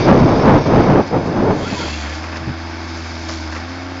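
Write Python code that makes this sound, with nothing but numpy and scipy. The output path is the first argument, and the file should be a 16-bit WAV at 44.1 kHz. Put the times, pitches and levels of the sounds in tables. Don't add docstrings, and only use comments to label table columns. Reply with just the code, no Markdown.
import sys
import numpy as np
from scipy import signal
from scipy.fft import rfft, irfft
from scipy.io import wavfile

SR = 44100
rng = np.random.default_rng(int(sys.argv[2]) if len(sys.argv) > 2 else 0)


def bounce(signal):
    frames = np.transpose(np.atleast_2d(signal))
    limited = np.clip(frames, -1, 1)
    pcm = np.round(limited * 32767).astype(np.int16)
    wavfile.write(sys.argv[1], SR, pcm)


N = 176400
FREE_HZ = 83.8


def undb(db):
    return 10 ** (np.asarray(db) / 20)


def unit(x):
    return x / np.sqrt(np.mean(x ** 2))


def clock():
    return np.arange(N) / SR


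def curve(rows):
    return np.interp(clock(), *np.array(rows).T)


def walk(rate_hz):
    hz = np.arange(N // 2 + 1) * SR / N
    return unit(irfft(rfft(rng.standard_normal(N)) / (1 + (hz / rate_hz) ** 4), N))


def noise(points, gate=1):
    f, db = np.array(points).T
    hz = np.arange(1, N // 2 + 2) * SR / N
    gain = undb(np.interp(np.log(hz), np.log(f), db)) * np.minimum(hz / f[0], 1) ** 2
    return unit(irfft(rfft(gate * rng.standard_normal(N)) * gain, N))


def ring(x, modes):
    hz = np.arange(1, N // 2 + 2) * SR / N
    gain = 0
    for f, width, db in modes:
        response = 1 / (1 + .64j * f / width * (hz / f - f / hz)) ** 2
        gain = gain + undb(db) * response / np.sqrt(np.mean(np.abs(response) ** 2))
    return irfft(rfft(x) * gain, N)


def engine(firing_hz):
    # multiple of the firing rate, relative level/dB
    orders = [(1, 2), (2, -15.5), (2.5, -23), (3, -12), (3.5, -31.5), (4, -10.5), (4.5, -19), (5, -20),
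              (6, -22.5), (7, -23.5), (7.5, -21.5), (8, -19.5)]
    # f/Hz, width/Hz, boost/dB
    pipe_modes = [(213.4, 8.3, 9.5), (266, 16, 11), (322.7, 14, 6), (524, 14, 9.5)]
    # f/Hz, relative level/dB
    block_spectrum = [(30, -3.5), (130, -4.5), (210, -3.5), (290, 6), (360, -3.5), (450, -7.5), (750, 3),
                      (1100, -1.5), (1600, -2.5), (1950, -5), (2250, -8), (2850, -12.5), (3800, -15),
                      (7500, -45.5)]
    # f/Hz, width/Hz, level/dB
    panel_modes = [(318, 24, -40.5), (626.4, 14, -48.5), (731, 15, -51), (877, 10, -47), (1135, 49, -47.5),
                   (1423, 79, -47), (1515, 22, -47.5), (1602, 16, -47), (1732, 47, -47.5),
                   (2198, 65, -45.5), (2630, 60, -53.5), (3780, 50, -58), (4396, 76, -51),
                   (5000, 290, -46.5)]
    exhaust_db, block_db = -32.5, -33
    firings = np.cumsum(firing_hz) / SR
    exhaust = 0
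    for order, db in orders:
        hz = order * firing_hz
        pipe_db = sum(boost / (1 + ((hz - f) / width) ** 2) for f, width, boost in pipe_modes)
        load_db = .39 * (FREE_HZ - firing_hz) / order
        flutter = 1 + .13 * np.log(order + .17) * (walk(8) + 1j * walk(8))
        tone = np.exp(2j * np.pi * (order * firings + rng.random()))
        exhaust = exhaust + undb(db + pipe_db + load_db) * np.sqrt(2) * (flutter * tone).real
    knocks = np.exp(-(firings % 1) / .35)
    clatter = (1 + .78 * knocks) * undb(.46 * walk(40))
    panels = ring(unit(clatter * rng.standard_normal(N)), panel_modes)
    return undb(exhaust_db) * exhaust + undb(block_db) * noise(block_spectrum, clatter) + panels


def hydraulics(firing_hz):
    # t/s, level/dB
    oil_levels = [(0, -28), (.15, -34), (.85, -35.5), (1.1, -45.5), (1.5, -42.5), (2.5, -44), (2.7, -41),
                  (3.3, -40.5), (4, -44.5)]
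    # f/Hz, relative level/dB
    oil_spectrum = [(1500, -14), (2300, 6.5), (2850, -6.5), (3700, 0.5), (4150, -6.5), (4600, 1.5),
                    (5050, -2.5), (5600, -6.5), (6250, -5), (7400, -34)]
    # f/Hz, level/dB
    pump_tones = [(3700, -68), (4970, -51.5), (5450, -49), (6200, -64)]
    flow = undb(curve(oil_levels))
    whine = 0
    for f, db in pump_tones:
        pitch = f * firing_hz / FREE_HZ * (1 + .002 * walk(69))
        flicker = 1 + .5 * walk(20)
        whine = whine + undb(db) * flicker * np.sin(2 * np.pi * np.cumsum(pitch) / SR)
    hiss = flow * noise(oil_spectrum, undb(2 * walk(140)))
    return hiss + unit(flow) * whine


def wind():
    # t/s, level/dB
    gusts = [(0, -12.5), (.04, -14), (.10, -3), (.17, -10.5), (.24, -10), (.34, -10), (.41, -13.5),
             (.47, -6), (.57, -7.5), (.63, -21), (.7, -10.5), (.8, -7.5), (.86, -13), (.9, -6.5),
             (.93, -11), (1.0, -7.5), (1.025, -21), (1.08, -30.5), (1.14, -12.5), (1.21, -21), (1.33, -18),
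             (1.43, -13.5), (1.51, -11.5), (1.56, -19.5), (1.63, -19.5), (1.7, -31), (1.73, -17.5),
             (1.77, -30.5), (1.84, -24), (1.98, -44), (2.1, -62)]
    # t/s, half-width/s, level/dB
    eddies = [(0.225, 0.033, -10), (0.486, 0.014, -19), (0.944, 0.015, -14), (2.41, 0.039, -33.5),
              (2.493, 0.017, -21)]
    # f/Hz, relative level/dB
    buffet_spectrum = [(20, -8), (55, -12), (100, -1.5), (160, -0.5), (260, -1), (420, -3.5), (800, -12),
                       (1300, -26.5), (2500, -51), (6000, -69)]
    # f/Hz, relative level/dB
    rush_spectrum = [(150, -8.5), (450, 1), (900, 2), (1400, -8), (2200, -18), (4000, -30.5), (7000, -78)]
    # f/Hz, relative level/dB
    thump_spectrum = [(25, -8.5), (70, -7), (130, 2.5), (280, -3.5), (420, -12.5), (800, -22),
                      (2000, -62.5)]
    strong_db, rush_db = -4.5, -6
    force = undb(curve(gusts) + 1.1 * walk(58))
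    rush = undb(strong_db + rush_db) * (force / undb(strong_db)) ** 1.25
    rush *= undb(.72 * walk(90))
    thumps = sum(undb(db) * np.exp(-.5 * ((clock() - at) / width) ** 2) for at, width, db in eddies)
    return force * noise(buffet_spectrum) + rush * noise(rush_spectrum) + thumps * noise(thump_spectrum)


def stem():
    # t/s, level/dB
    feed_levels = [(2.7, -52), (2.95, -41.5), (3.25, -40), (3.4, -40.5), (3.55, -49), (3.8, -50)]
    # f/Hz, relative level/dB
    splinter_spectrum = [(1500, -15.5), (3300, 3.5), (5000, 10.5), (6300, 5.5), (7200, -1), (7800, -15)]
    # f/Hz, relative level/dB
    wood_spectrum = [(300, -11.5), (550, 1), (800, -1), (1700, -1), (2600, -6), (5000, -36)]
    # t/s, decay/s, wood level/dB, splinter level/dB
    branches = [(1.078, 0.009, -45, -41.5), (1.27, 0.016, -39, -48), (2.04, 0.12, -29, -54),
                (2.149, 0.043, -36.5, -38), (2.24, 0.054, -33, -47), (2.331, 0.043, -29, -52),
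                (2.371, 0.015, -32, -39), (3.295, 0.034, -29, -32), (3.53, 0.026, -28.5, -40),
                (3.566, 0.031, -31, -45)]
    attack_s = .019
    wood = noise(wood_spectrum, undb(4.4 * walk(120)))
    splinters = noise(splinter_spectrum, undb(2.5 * walk(400)))
    out = undb(curve(feed_levels)) * splinters
    for at, decay, wood_db, splinter_db in branches:
        age = clock() - at
        envelope = np.clip(1 + age / attack_s, 0, 1) * np.exp(-np.maximum(age, 0) / decay)
        out = out + envelope * (undb(wood_db) * wood + undb(splinter_db) * splinters)
    return out


def saw():
    # t/s, level/dB
    rasp_levels = [(1.48, -51.5), (1.62, -35.5), (1.8, -29), (1.97, -31.5), (2.14, -36), (2.22, -48)]
    # f/Hz, relative level/dB
    rasp_spectrum = [(400, -13.5), (900, -13.5), (1800, -0.5), (2550, 0), (2900, -6.5), (3250, 2),
                     (3800, -5.5), (4500, 1), (5400, -6.5), (7000, -6.5), (7800, -20.5)]
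    # t/s, length/s, start f/Hz, end f/Hz, level/dB
    squeals = [(1.59, .12, 3140, 3470, -37), (1.64, .07, 1250, 1510, -31), (1.653, 0.092, 1950, 2110, -41),
               (1.683, .11, 2590, 2570, -34.5), (1.742, 0.1, 1020, 905, -26),
               (1.768, 0.11, 3300, 3180, -33), (1.781, 0.051, 2450, 2230, -45),
               (1.788, 0.065, 1380, 1390, -27.5), (1.847, 0.065, 960, 1075, -33),
               (1.857, 0.12, 2570, 2740, -33), (1.95, 0.13, 2470, 2390, -41)]
    out = undb(curve(rasp_levels)) * noise(rasp_spectrum, undb(1.8 * walk(300)))
    for at, length, start_hz, end_hz, db in squeals:
        progress = np.clip((clock() - at) / length, 0, 1)
        pitch = (start_hz + (end_hz - start_hz) * progress) * (1 + .014 * walk(150))
        envelope = undb(db) * np.sin(np.pi * progress) * (1 + .35 * walk(87))
        out = out + envelope * np.sin(2 * np.pi * np.cumsum(pitch) / SR)
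    return out


def scene():
    # t/s, f/Hz
    firing_rates = [(0, 78), (1.55, 96.4), (1.75, 86), (1.9, 76), (2.05, 73.5), (2.25, 82.2), (2.5, 81.3),
                    (2.75, 84), (3.32, 81.8), (3.5, 77.6), (3.65, 85.5), (3.8, 89.4), (4, 88.5)]
    firing_hz = curve(firing_rates) * (1 + .002 * walk(5))
    return (engine(firing_hz) + hydraulics(firing_hz) + wind() + stem() + saw())[None]


def record(dry):
    ceiling, knee, top_hz = .72, 3.8, 7550
    rounded = dry / (1 + np.abs(dry / ceiling) ** knee) ** (1 / knee)
    return signal.sosfilt(signal.ellip(10, .3, 80, top_hz, fs=SR, output="sos"), rounded)


dry = scene()
out = record(dry)
bounce(out)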